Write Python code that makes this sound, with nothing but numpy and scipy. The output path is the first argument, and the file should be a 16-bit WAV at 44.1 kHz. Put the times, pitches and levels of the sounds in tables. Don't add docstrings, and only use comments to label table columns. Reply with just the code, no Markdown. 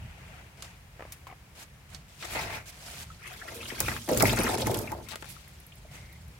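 import sys
import numpy as np
from scipy import signal
from scipy.fft import rfft, irfft
from scipy.io import wavfile
from scipy.ndimage import uniform_filter1d

SR = 44100
rng = np.random.default_rng(int(sys.argv[2]) if len(sys.argv) > 2 else 0)


def wav_record(signal):
    frames = np.transpose(np.atleast_2d(signal))
    bounded = np.clip(frames, -1, 1)
    quanta = np.round(bounded * 32767).astype(np.int16)
    wavfile.write(sys.argv[1], SR, quanta)


N = 282019
TIME, BINS = np.arange(N) / SR, np.fft.rfftfreq(N, 1 / SR)

# f/Hz, level/dB
RUMBLE_EQ = [(20, -42), (40, -6), (55, 0), (72, 1.5), (100, -3), (138, -3.5), (190, -9.5), (260, -22),
             (500, -52)]
AIR_EQ = [(120, -58), (250, -10.5), (650, -10.5), (1200, -12.5), (2300, -11), (3600, -18), (6000, -21),
          (10000, -23.5), (16000, -26.5)]
SLEEVE_EQ = [(150, -27), (250, -5), (450, -8), (680, -1), (1000, -6), (1500, -4), (2400, -2.5), (3600, -6),
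             (6250, -7), (8200, -7), (12000, -11), (16000, -16.5)]
RASP_EQ = [(200, -22), (500, -5), (900, 0), (1250, 1), (1600, -14), (2300, -1), (3200, -24), (9000, -34)]
SCRAPE_EQ = [(88, -36), (150, -33), (240, -8), (380, -5), (520, -8), (660, -2.5), (850, -2.5), (1200, -6),
             (1600, -4.5), (2360, -1), (3160, -14), (3840, -13), (16000, -25)]
SQUEAK_EQ = [(1500, -22), (1900, 12), (2100, 20), (2350, 11), (2900, -25)]
SLAP_EQ = [(300, 6), (1500, -17), (3500, -8), (6000, 0.5), (11500, 1.5), (16000, -3)]
SPLAT_EQ = [(120, 0), (300, -2), (700, 4.5), (1400, -3), (2200, -5), (3200, -18), (8000, -29)]
GURGLE_EQ = [(100, 15), (220, -2.5), (300, 0), (410, 3), (550, -1), (880, -2), (1120, -12.5), (1600, -9)]
BABBLE_EQ = [(600, -41), (1000, 0.5), (1800, 1), (2500, 2), (3200, -8.5), (5000, -10)]
SPRAY_EQ = [(1500, -8), (3200, 7.5), (5000, 6), (8000, 4.5), (12000, 3), (16000, -4)]
TINKLE_EQ = [(2500, -52), (3500, 15.5), (6000, 12), (11000, 4), (16000, 4)]

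ROOM_DECAY = [(200, 0.62), (1000, 0.15), (4000, 0.37), (14000, 0.71)]
STEREO_LIKENESS = [(60, 0.99), (150, 0.97), (400, 0.7), (800, 0.46), (1500, 0), (3000, 0), (16000, 0)]
PORT_BALANCE = [(200, 0), (700, 0), (1300, 0.5), (2400, 4.5), (4400, 1), (8000, 0.5), (14000, -5.5)]
HAND_JOLTS = [(0, 0.038, 0.51, -40.5), (0.212, 0.09, 1, -49.5), (1.9, 0.075, 0.3, -48.5),
              (2.316, 0.25, 0.3, -43), (2.853, 0.27, 0.39, -51), (3.794, 0.082, 0.56, -41),
              (5.266, 0.04, 0.53, -50.5), (5.774, 0.33, 1, -51), (6.203, 0.078, 0.2, -46)]
CASE_MODES = [(500, -27, 0.015), (757, 8, 0.013), (1080, -1, 0.0087), (2010, 0.5, 0.0098),
              (2200, -4, 0.012)]
# t/s, level/dB, pitch factor, ring-time factor, relative rasp/dB
GRIP_SLIPS = [(0.9954, -37, 0.8, 0.95, -10), (1.007, -35, 0.89, 1.1, -11), (1.0239, -34, 0.82, .8, -12.5),
              (1.0523, -38, 0.8, 1, -16), (1.269, -44, 1.4, 2.2, 0), (1.289, -51, 1.1, 3.2, -14),
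              (1.3, -42.5, 0.996, 3.2, -8), (1.313, -46, 1.38, 3, -8), (1.326, -41.5, 0.98, 2.4, -13)]
# t/s, length/s, release t60/s, body/dB, hiss/dB, pan/dB
SLEEVE_RUBS = [(-.3, 0.68, 0.83, -56, -61.5, 0.5), (.57, 0.083, 0.54, -56.5, -54.5, 0.5),
               (.95, 0.16, 0.53, -60.5, -62, -2), (1.55, 0.08, 0.11, -54, -48, -1),
               (1.89, 0.058, 0.25, -56.5, -53.5, -4), (2.08, 0.18, 0.87, -66, -53, 1),
               (2.655, 0.043, 0.097, -53, -45, -4), (2.72, 0.12, 0.99, -56, -50, -1.5),
               (2.86, .172, 0.095, -53, -46, -1.5), (3.05, 0.096, 0.45, -72, -59, -2),
               (5.91, 0.045, 0.43, -53.5, -51.5, -1.5)]
CRATE_SHOVES = [(2.185, 0.032, .1, -53, -46, 1), (2.222, 0.035, 0.041, -39.5, -43, 1.5),
                (2.265, 0.069, 0.43, -38.5, -40, -0.5), (2.347, 0.01, 0.35, -31.5, -49, -0.5),
                (2.375, 0.048, 0.14, -45, -41, 1), (2.43, .13, 0.2, -36, -43.5, -1.5),
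                (5.087, 0.033, 0.07, -51, -43, 8), (5.117, 0.018, .02, -51, -51, 5),
                (5.228, 0.037, 1, -57, -52.5, 17), (5.265, 0.037, 0.2, -61, -49, -15)]
# t/s, clack/dB, pan/dB, t60/s, clack f/Hz, width/octaves, body/dB, body f/Hz
CONTAINER_KNOCKS = [(0.623, -29.5, -3, 0.034, 5470, 0.72, -40.5, 1700),
                    (0.645, -42, 0, .06, 3500, 1.1, -53, 1500),
                    (1.122, -31, 2, 0.046, 7460, 1.1, -45, 1800),
                    (1.271, -46.5, 1, 0.078, 2200, 2.4, -48, 1200),
                    (1.947, -31, -6, 0.031, 4600, 0.64, -44, 1500),
                    (2.225, -37, -2, 0.06, 4000, 0.76, -34.5, 1660),
                    (2.351, -40, 0, 0.06, 1800, 1.0, -31, 520),
                    (5.086, -34, 18, 0.082, 4370, 1.6, -46, 1500),
                    (5.157, -22, -1, 0.012, 2000, 1.5, -29.5, 744),
                    (5.2246, -28.5, 6, 0.014, 1400, 1.3, -33, 600),
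                    (5.2443, -37, 9, .008, 1500, 2.4, -37.5, 800),
                    (5.257, -34, 4, 0.0055, 1380, 2.8, -40, 650)]
EEL_TICKS = [(5.48, -44.5), (5.601, -42), (5.666, -40), (5.755, -45.5), (6.127, -43), (6.282, -50)]
BOX_MODES = [(55.5, -17, .4), (75, -2.5, 0.17), (102.6, 3.5, 0.23), (122.4, 1, 0.24), (209, -3, 0.17),
             (234.3, 1, 0.17)]
WATER_WEIGHT = [(3.5, -52.5), (3.76, -48), (3.848, -39), (4.082, -53.5), (4.106, -38), (4.284, -27.5),
                (4.446, -33), (4.592, -44), (4.626, -32.5), (4.744, -39), (4.772, -37), (5.15, -55.5)]
# t/s, level/dB, swell/s, f/Hz, width/octaves, pan/dB
SPATTER_CLUMPS = [(3.234, -47, 0.012, 2130, .3, -3), (3.414, -40.5, 0.0045, 1620, 0.28, 3),
                  (3.477, -43.5, 0.0055, 1900, 0.18, -4), (3.598, -45, 0.0098, 2480, 0.23, 0),
                  (3.539, -47.5, 0.014, 10900, 0.59, 2), (3.626, -43.5, 0.0046, 3270, 0.28, -2),
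                  (3.652, -41, 0.0051, 2960, 0.29, -3), (3.701, -34.5, 0.0032, 2130, 0.36, 2),
                  (3.803, -20, .0013, 10000, 0.71, 1), (3.805, -36.5, 0.004, 1000, 1, 0),
                  (3.861, -35, .002, 2500, .2, 0), (3.8825, -29, .0018, 1500, .6, 1),
                  (3.914, -35.5, 0.0047, 1450, .35, -1), (3.9644, -30, 0.0015, 1900, 0.62, -1),
                  (4.106, -35.5, 0.0011, 4900, 0.28, 2), (4.116, -31, .0013, 11500, .35, -2),
                  (4.174, -28, 0.00097, 13100, .3, -6), (4.182, -30, 0.0013, 13500, 0.22, -4),
                  (4.2228, -19.5, .0014, 11800, 0.54, 1), (4.199, -28, 0.0024, 3840, 0.42, 2),
                  (4.206, -27.5, 0.002, 2070, 0.3, 5), (4.22, -23, 0.0018, 1850, 0.25, 3),
                  (4.254, -24, 0.0016, 2100, 0.23, 2), (4.278, -28.5, 0.0035, 2370, 0.22, 5),
                  (4.293, -25, 0.003, 2740, 0.44, 4), (4.3615, -32, 0.0014, 9000, 0.5, 7),
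                  (4.373, -29, 0.0024, 1740, 0.2, -3), (4.388, -27.5, 0.0013, 4000, 0.9, 4),
                  (4.399, -32, 0.0024, 9200, .15, -2), (4.433, -31, 0.0018, 10800, .2, -2),
                  (4.4395, -33, .0013, 6140, 0.12, 4), (4.463, -29, 0.0052, 1630, 0.27, -1),
                  (4.469, -39, 0.0026, 5870, .25, 8), (4.489, -39, .0015, 9500, 0.17, 0),
                  (4.499, -36, 0.0012, 7850, 0.18, 2), (4.5742, -32, 0.001, 5100, 0.5, 1),
                  (4.583, -36, .0016, 6500, 0.6, 0), (4.598, -39, 0.0024, 3050, 0.25, 2),
                  (4.617, -31.5, 0.0029, 3940, 0.36, 2), (4.663, -36, 0.0026, 2000, 0.45, -2),
                  (4.743, -35, 0.0028, 3400, 0.72, -2), (4.771, -32, 0.0012, 9500, .4, 0),
                  (4.81, -45, 0.0068, 9500, 0.67, -2), (4.873, -37, 0.0035, 2370, 0.12, -2),
                  (5.284, -47, 0.015, 9700, 0.43, -16), (5.719, -48.5, 0.0031, 2700, 0.26, -6)]
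# t/s, f/Hz, level/dB, ring/cycles, pan/dB
SOLO_BUBBLES = [(3.102, 1305, -38, 52, -1), (3.306, 738, -42, 90, 4), (3.43, 730, -42.5, 45, 1),
                (3.45, 665, -43, 110, 8), (3.478, 1365, -40, 160, 5), (3.52, 660, -42.5, 70, 3),
                (3.557, 469, -40.5, 100, -2), (3.628, 1295, -36, 40, 0), (3.83, 523, -32, 16, 2),
                (3.883, 296, -29, 5.3, 1), (3.92, 600, -32, 14, 0), (3.886, 1990, -20, 38, 0),
                (4.085, 298, -23, 16, -2), (4.098, 640, -23, 20, -2), (4.112, 508, -16.5, 65, 1),
                (4.122, 397, -20, 22, -1), (4.113, 256, -23, 13, 1), (4.15, 563, -20, 16, -2),
                (4.208, 1550, -11, 11, 7), (4.215, 1220, -15.5, 19, -6), (4.2285, 590, -6, 8.5, 7),
                (4.229, 272, -9.5, 13, 2), (4.244, 223, -18, 17, -3), (4.32, 134, -16, 6.1, 0),
                (4.3305, 664, -15.5, 8.6, -7), (4.398, 620, -14, 6.9, 3), (4.477, 1240, -15, 12, -4),
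                (4.532, 723, -19, 22, -3), (4.56, 390, -19.5, 19, 1), (4.619, 546, -24.5, 30, -1),
                (4.696, 630, -10, 6.4, 0), (4.699, 406, -14, 4.6, 7), (4.707, 397.4, -28.5, 85, 0),
                (4.9255, 870, -21, 21, -2), (4.95, 543, -35, 22, 0), (5.365, 1300, -38.5, 29, 12),
                (5.477, 2000, -36, 9.4, -2), (5.849, 634, -41.5, 18, -2)]
# t/s, crackle/dB, splat/dB, cavity f/Hz, cavity/dB, pan/dB
FALLING_LUMPS = [(3.717, -57, -32, 402, -28.5, 1), (3.8036, -14.5, -24.5, 557, -22.5, -0.5),
                 (3.882, -52, -20.5, 900, -24.5, -11), (3.917, -40, -30, 1400, -36, 0),
                 (3.9653, -37, -35, 1900, -33, -4), (4.077, -37, -32, 514, -26, -2),
                 (4.089, -25.5, -22, 670, -13.5, 2), (4.113, -31, -33, 446, -13, 0),
                 (4.147, -28, -44, 490, -37, -10), (4.1738, -14, -26.5, 406, -39, 2),
                 (4.198, -20, -31, 860, -40, 4), (4.2048, -17, -16, 810, -15, -3),
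                 (4.224, -12.5, -40, 780, -2.5, -5), (4.254, -24, -17, 507, -41, 5),
                 (4.33, -24, -22, 790, -18, 4), (4.388, -24, -18.5, 322, -13.5, -1),
                 (4.436, -30, -24, 410, -23, 1), (4.49, -32, -25, 760, -12.5, 3),
                 (4.538, -44, -24.5, 757, -16.5, -2), (4.58, -29, -31, 396, -21, 2),
                 (4.6695, -19.5, -19.5, 790, -16, -4), (4.69, -50, -40, 606, -23, -1),
                 (4.713, -23.5, -28.5, 656, -23, 0), (4.744, -21.5, -27.5, 600, -41, 0),
                 (4.789, -25, -47, 496, -44, -6), (4.918, -31, -31, 870, -25, 3)]
# delay/s, pitch factor, relative level/dB, ring/cycles
CAVITY_BREAKUP = [(.0052, 0.98, 1, 10.2), (.0052, .74, -7.5, 12.5), (.007, 0.519, -10.5, 13),
                  (.007, 0.35, -7.5, 9.2)]
# t/s, length/s, level/dB
SPRAY_DIPS = [(4.15, .013, -4), (4.188, .008, -5), (4.21, .011, -6), (4.224, .018, -13), (4.335, 0.034, -8),
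              (4.557, 0.022, -18), (4.635, .027, -5), (4.682, 0.021, -8), (4.719, 0.015, -7),
              (4.83, 0.022, -0.5)]
STREAM_LEVELS = [(3.19, -72, -53, -65), (3.269, -55, -36.5, -46), (3.39, -57, -47, -49.5),
                 (3.52, -44, -43, -49), (3.66, -49, -42, -47.5), (3.86, -45, -34.5, -39.5),
                 (4.07, -42, -38.5, -46), (4.17, -33.5, -36, -36.5), (4.28, -31, -30.5, -36),
                 (4.48, -29, -27.5, -38), (4.6, -33, -36, -39.5), (4.78, -31.5, -47, -42.5),
                 (4.9, -41.5, -43, -50), (5.0, -39.5, -81, -56), (5.07, -57, -47, -55.5),
                 (5.5, -68, -66, -60), (6.39, -63.5, -102, -64.5)]


def gain_of(db):
    return 10 ** (np.asarray(db) / 20)


def unit_rms(x):
    return x / np.sqrt(np.mean(x ** 2) + 1e-20)


def curve_at(points, hz):
    f, value = np.transpose(points)
    return np.interp(np.log(hz + 1), np.log(f + 1), value)


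def fader(times, db):
    inside = (TIME >= times[0]) * (TIME <= times[-1])
    return uniform_filter1d(gain_of(np.interp(TIME, times, db)) * inside, size=300)


def panned(db):
    pair = gain_of(np.array([np.atleast_1d(db), -np.atleast_1d(db)]) / 2)
    return pair / np.sqrt(np.mean(pair ** 2, axis=0))


def add(mix, start, sound):
    part = mix[:, max(round(start * SR), 0):][:, :sound.shape[1]]
    part += sound[:, :part.shape[1]]


def coloured(x, eq):
    return irfft(rfft(x) * unit_rms(gain_of(curve_at(eq, BINS))), N)


def noise(eq, lo_hz=0, hi_hz=SR):
    left, other = rfft(rng.standard_normal((2, N)))
    likeness = np.clip(curve_at(STEREO_LIKENESS, BINS), -1, 1)
    right = likeness * left + np.sqrt(1 - likeness ** 2) * other
    edges = np.sqrt((1 + (lo_hz / (BINS + 1)) ** 12) * (1 + (BINS / hi_hz) ** 12))
    return unit_rms(irfft(np.array([left, right]) * gain_of(curve_at(eq, BINS)) / edges, N))


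def flutter(hz, depth_db):
    wander = irfft(rfft(rng.standard_normal(N)) / (1 + (BINS / hz) ** 4), N)
    return unit_rms(gain_of(depth_db * unit_rms(wander)))


def patchy(x, depth_db, bins, frames, window=512):
    framing = dict(nperseg=window, noverlap=window - window // 4)
    spectra = signal.stft(x, SR, **framing)[2]
    clumps = uniform_filter1d(rng.standard_normal(spectra.shape[1:]), bins, axis=0)
    clumps = unit_rms(uniform_filter1d(clumps, frames, axis=1))
    return unit_rms(signal.istft(spectra * gain_of(depth_db * clumps), SR, **framing)[1][:, :N])


def stroke(start, length, release_t60, swell_db=4.5, attack_s=0.0028):
    t = np.maximum(TIME - start, 0)
    rise_db = swell_db * np.minimum(t / length - 1, 0)
    fall_db = 60 * np.maximum(t - length, 0) / release_t60
    return np.minimum(t / attack_s, 1) * gain_of(rise_db - fall_db)


def ring(modes):
    t = np.arange(SR // 2) / SR
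    return sum(gain_of(db - 60 * t / t60) * np.sin(2 * np.pi * hz * t) for hz, db, t60 in modes)


def grit(hz, octaves):
    size = SR // 6
    band = np.exp(-.5 * (np.log2((np.fft.rfftfreq(size, 1 / SR) + 1) / hz) / octaves) ** 2)
    hiss = unit_rms(irfft(rfft(rng.standard_normal((3, size))) * band, size))
    return (hiss[:2] + hiss[2]) / np.sqrt(2)


def tap(db, t60, hz, octaves):
    return gain_of(db - 60 * np.arange(SR // 6) / SR / t60) * grit(hz, octaves)


def room_tone(air_db=-58, hum_db=-53):
    jolt_power = sum((gain_of(db) * stroke(*timing)) ** 2 for *timing, db in HAND_JOLTS)
    rumble = noise(RUMBLE_EQ) * np.sqrt(gain_of(hum_db) ** 2 + jolt_power)
    return rumble + gain_of(air_db) * noise(AIR_EQ)


def reverb(x, walls_db=-8, walls_t60=0.054, tail_db=-14):
    age = np.arange(SR // 2) / SR
    echoes = rng.standard_normal((2, len(age))) * (rng.random((2, len(age))) < .06)
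    walls = echoes * (age > .0015) * gain_of(-60 * age / walls_t60)
    hz, t, spectra = signal.stft(echoes * (age > .012), SR, nperseg=256)
    decay = gain_of(-60 * t / curve_at(ROOM_DECAY, hz)[:, None])
    tail = signal.istft(spectra * decay, SR, nperseg=256)[1][:, :len(age)]
    response = gain_of(walls_db) * unit_rms(walls) + gain_of(tail_db) * unit_rms(tail)
    return x + signal.fftconvolve(x, response / np.sqrt(len(age)), axes=1)[:, :N]


def grip_creaks(case_db=-6, pan_db=2.2, rasp_t60=0.084):
    case, rasp, t = np.zeros((2, N)), np.zeros((2, N)), np.arange(SR // 10) / SR
    for start, db, pitch, lasts, rasp_db in GRIP_SLIPS:
        modes = [(hz * pitch, mode_db, t60 * lasts) for hz, mode_db, t60 in CASE_MODES]
        add(case, start, gain_of(db + case_db) * panned(pan_db) * ring(modes))
        add(rasp, start, np.ones((2, 1)) * gain_of(db + rasp_db - 60 * t / rasp_t60))
    return case + rasp * noise(RASP_EQ)


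def friction(strokes, eq, body_db, hiss_db, catch_hz, catch_db, swell_db):
    split_hz, fizz_hz, firm_db, brighten = 3000, 8000, -47, 0.52
    body = patchy(noise(eq, hi_hz=split_hz), depth_db=2.5, bins=8, frames=2, window=1024)
    hiss = patchy(noise(eq, lo_hz=split_hz), depth_db=2.4, bins=14, frames=2) * flutter(900, 1.4)
    fizz = irfft(rfft(hiss) / (1 + (fizz_hz / (BINS + 1)) ** 4), N)
    out = np.zeros((2, N))
    for start, length, release, low_db, high_db, pan_db in strokes:
        push = stroke(start, length, release, swell_db)
        pressure = push * gain_of(high_db - firm_db)
        top = hiss + fizz * (pressure ** brighten - 1)
        slide = body * gain_of(low_db + body_db) + top * gain_of(high_db + hiss_db)
        out += slide * push * panned(pan_db)
    return out * flutter(catch_hz, catch_db)


def sleeve_rustle():
    return friction(SLEEVE_RUBS, SLEEVE_EQ, body_db=4.5, hiss_db=1.5,
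                    catch_hz=196, catch_db=-1, swell_db=7.5)


def crate_scrape():
    return friction(CRATE_SHOVES, SCRAPE_EQ, body_db=-1, hiss_db=0,
                    catch_hz=140, catch_db=1.2, swell_db=10.5)


def crate_judder(start=5.119, length=0.028, per_s=300, slip_db=-34, growth_db=5, pan_db=4):
    out = np.zeros((2, N))
    for t in np.arange(0, length, 1 / per_s):
        late, extra = 0.18 * rng.standard_normal(2)
        size = (1 + extra) * gain_of(slip_db + growth_db * (t / length - .5))
        add(out, start + t + late / per_s, size * tap(0, t60=0.007, hz=1100, octaves=0.9))
    return out * panned(pan_db)


def crate_squeak(level_db=-60):
    rough = flutter(hz=90, depth_db=3)
    push = stroke(start=5.88, length=.26, release_t60=0.3, swell_db=4)
    return noise(SQUEAK_EQ)[:1] * rough * push * gain_of(level_db)


def knocks(clack_db=-5, body_db=-3.5, body_lasts=2.05):
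    out = np.zeros((2, N))
    for start, db, pan_db, t60, hz, octaves, hollow_db, body_hz in CONTAINER_KNOCKS:
        body = tap(hollow_db + body_db, t60 * body_lasts, body_hz, octaves=0.87)
        clack = tap(db + clack_db, t60, hz, octaves)
        add(out, start, panned(pan_db) * (clack + body))
    return out


def eel_ticks(trim_db=-5):
    out = np.zeros((2, N))
    for start, db in EEL_TICKS:
        add(out, start, tap(db + trim_db, t60=0.024, hz=11800, octaves=0.35))
    return out


def box_boom(trim_db=0.5, low_cut_hz=50):
    push = rng.standard_normal(N) * fader(*np.transpose(WATER_WEIGHT)) * gain_of(trim_db)
    box = signal.sosfilt(signal.butter(4, low_cut_hz, "high", fs=SR, output="sos"), ring(BOX_MODES))
    return signal.oaconvolve(push, box / np.linalg.norm(box))[:N]


def spatters():
    out, t = np.zeros((2, N)), np.arange(SR // 6) / SR
    for start, db, swell_s, hz, octaves, pan_db in SPATTER_CLUMPS:
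        swell = t / swell_s * np.exp(1 - t / swell_s)
        add(out, start, gain_of(db) * panned(pan_db) * swell * grit(hz, octaves))
    return out


def slaps(crackle_db=-5, splat_db=-6, splat_t60=0.046, burst_s=0.0014):
    crackle, splat, t = np.zeros((2, N)), np.zeros((2, N)), np.arange(SR // 15) / SR
    burst = t / burst_s * np.exp(1 - t / burst_s)
    for start, bright_db, dull_db, _, _, pan_db in FALLING_LUMPS:
        white = rng.standard_normal((3, len(t)))
        wide, narrow = white[:2], (white[:2] + white[2]) / np.sqrt(2)
        size = gain_of(bright_db + crackle_db) * panned(pan_db)
        add(crackle, start - burst_s / 2, size * burst * wide)
        add(splat, start, gain_of(dull_db + splat_db - 60 * t / splat_t60) * narrow)
    grainy = patchy(coloured(crackle, SLAP_EQ), depth_db=4, bins=5, frames=12, window=128)
    return grainy * np.std(crackle) + coloured(splat, SPLAT_EQ)


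def bubble(hz, t60, rise=0.013, max_lag_s=0.000452):
    t = np.maximum(np.arange(int(t60 * SR) + 64) / SR - rng.uniform(0, max_lag_s, (2, 1)), 0)
    turns = hz * t * (1 + rise * (t / t60 / 2 - .15))
    return gain_of(-60 * t / t60) * (1 - np.exp(-2 * hz * t)) * np.sin(2 * np.pi * turns)


def plops(cavity_db=-1.5):
    out = np.zeros((2, N))
    bubbles = [(start + delay, hz * share, db + part_db + cavity_db, cycles, pan_db)
               for start, _, _, hz, db, pan_db in FALLING_LUMPS
               for delay, share, part_db, cycles in CAVITY_BREAKUP]
    for start, hz, db, cycles, pan_db in [*bubbles, *SOLO_BUBBLES]:
        size, t60 = gain_of(db) * panned(pan_db), cycles / hz
        add(out, start, size * bubble(hz, t60))
        shed_at, shed_hz = start + rng.uniform(.004, .012), hz * rng.uniform(.85, 1.2)
        add(out, shed_at, .4 * size * bubble(shed_hz, t60))
    return out


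def swarm(lo_hz, hi_hz, per_s, cycles, spread_db, count=48, scatter_db=5.5):
    out, voices = np.zeros((2, N)), []
    for hz in np.geomspace(lo_hz, hi_hz, count):
        t60 = cycles * rng.uniform(1.0, 1.67) / hz
        voices.append(np.sqrt(hz) * bubble(hz, t60) * rng.choice([-1, 1]))
    size = gain_of(spread_db * np.minimum(rng.exponential(1, N), 3))
    span = hi_hz / lo_hz
    pick = (count * np.log1p(rng.random(N) * (span - 1)) / np.log(span)).astype(int)
    born = (rng.random(N) < per_s / SR) & (TIME > STREAM_LEVELS[0][0])
    place = panned(scatter_db * rng.standard_normal(N))
    for i in np.flatnonzero(born):
        add(out, TIME[i], size[i] * place[:, i, None] * voices[pick[i] % count])
    return out


def churn(stream_db, lumps_db, rise_s=0.0017, t60=0.32):
    power = fader(np.transpose(STREAM_LEVELS)[0], stream_db)[None] ** 2
    t = np.arange(SR // 2) / SR
    burst = np.minimum(t / rise_s, 1) * gain_of(-60 * t / t60)
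    for (start, *_), db in zip(FALLING_LUMPS, lumps_db):
        add(power, start, (gain_of(db) * burst[None]) ** 2)
    return np.sqrt(power[0])


def bubbling(deep_drive, mid_drive, gurgle_db=-4.5, babble_db=-8, babble_pan_db=2):
    large = swarm(190, 1500, per_s=1300, cycles=8, spread_db=2.6)
    small = swarm(959, 3480, per_s=800, cycles=21.5, spread_db=2.4)
    gurgle = unit_rms(coloured(large, GURGLE_EQ)) * deep_drive * gain_of(gurgle_db)
    babble = unit_rms(coloured(small, BABBLE_EQ)) * mid_drive * gain_of(babble_db)
    return gurgle + babble * panned(babble_pan_db)


def spray(drive, full_db=-37, rustle_db=-1.5, crackle_db=2, tinkle_db=-3, pan_db=-3):
    heavy = np.clip(drive / gain_of(full_db), 0, 1)
    mist = coloured(swarm(2650, 14400, per_s=7000, cycles=2.2, spread_db=0.66), SPRAY_EQ)
    rustle = patchy(mist, depth_db=3.2, bins=9, frames=4) * np.sqrt(1 - heavy ** 2) * gain_of(rustle_db)
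    droplets = noise(SPRAY_EQ) * flutter(hz=350, depth_db=2.3)
    crackle = patchy(droplets, depth_db=4, bins=5, frames=5, window=256) * heavy * gain_of(crackle_db)
    tiny = swarm(2900, 15500, per_s=1200, cycles=80, spread_db=2.6, count=160)
    tinkle = unit_rms(coloured(tiny, TINKLE_EQ)) * heavy ** 2 * gain_of(tinkle_db)
    return ((rustle + crackle) * flutter(hz=31, depth_db=2.7) + tinkle) * drive * panned(pan_db)


def pour(lull_from_s=3.985, lull_to_s=4.085, lull_db=-14):
    _, gurgle_db, babble_db, spray_db = np.transpose(STREAM_LEVELS)
    _, _, splat_db, _, cavity_db, _ = np.transpose(FALLING_LUMPS)
    deep_drive = churn(gurgle_db, cavity_db - 15)
    mid_drive = churn(babble_db, splat_db - 17)
    fine_drive = churn(spray_db, splat_db - 22)
    lull = uniform_filter1d(gain_of(lull_db * (TIME > lull_from_s) * (TIME < lull_to_s)), size=600)
    dip_db = sum(db * (TIME > start) * (TIME < start + length) for start, length, db in SPRAY_DIPS)
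    dips = uniform_filter1d(gain_of(dip_db), size=200)
    bubbles = bubbling(deep_drive, mid_drive) * lull * np.sqrt(dips)
    return (bubbles + spray(fine_drive) * dips) / np.sqrt(2)


def scene():
    crate = crate_scrape() + crate_judder() + crate_squeak()
    sleeves = sleeve_rustle()
    low_cut = signal.butter(2, 130, "high", fs=SR, output="sos")
    water = signal.sosfilt(low_cut, pour() + plops() + slaps() + spatters())
    action = reverb(water + knocks() + eel_ticks() + crate)
    return action + box_boom() + sleeves + grip_creaks() + room_tone()


def record(dry, top_hz=16150):
    heard = irfft(rfft(dry) * panned(curve_at(PORT_BALANCE, BINS)), N)
    high_cut = signal.firwin(401, top_hz, window=("kaiser", 9), fs=SR)
    return signal.oaconvolve(heard, high_cut[None], "same")


dry = scene()
out = record(dry)
wav_record(out)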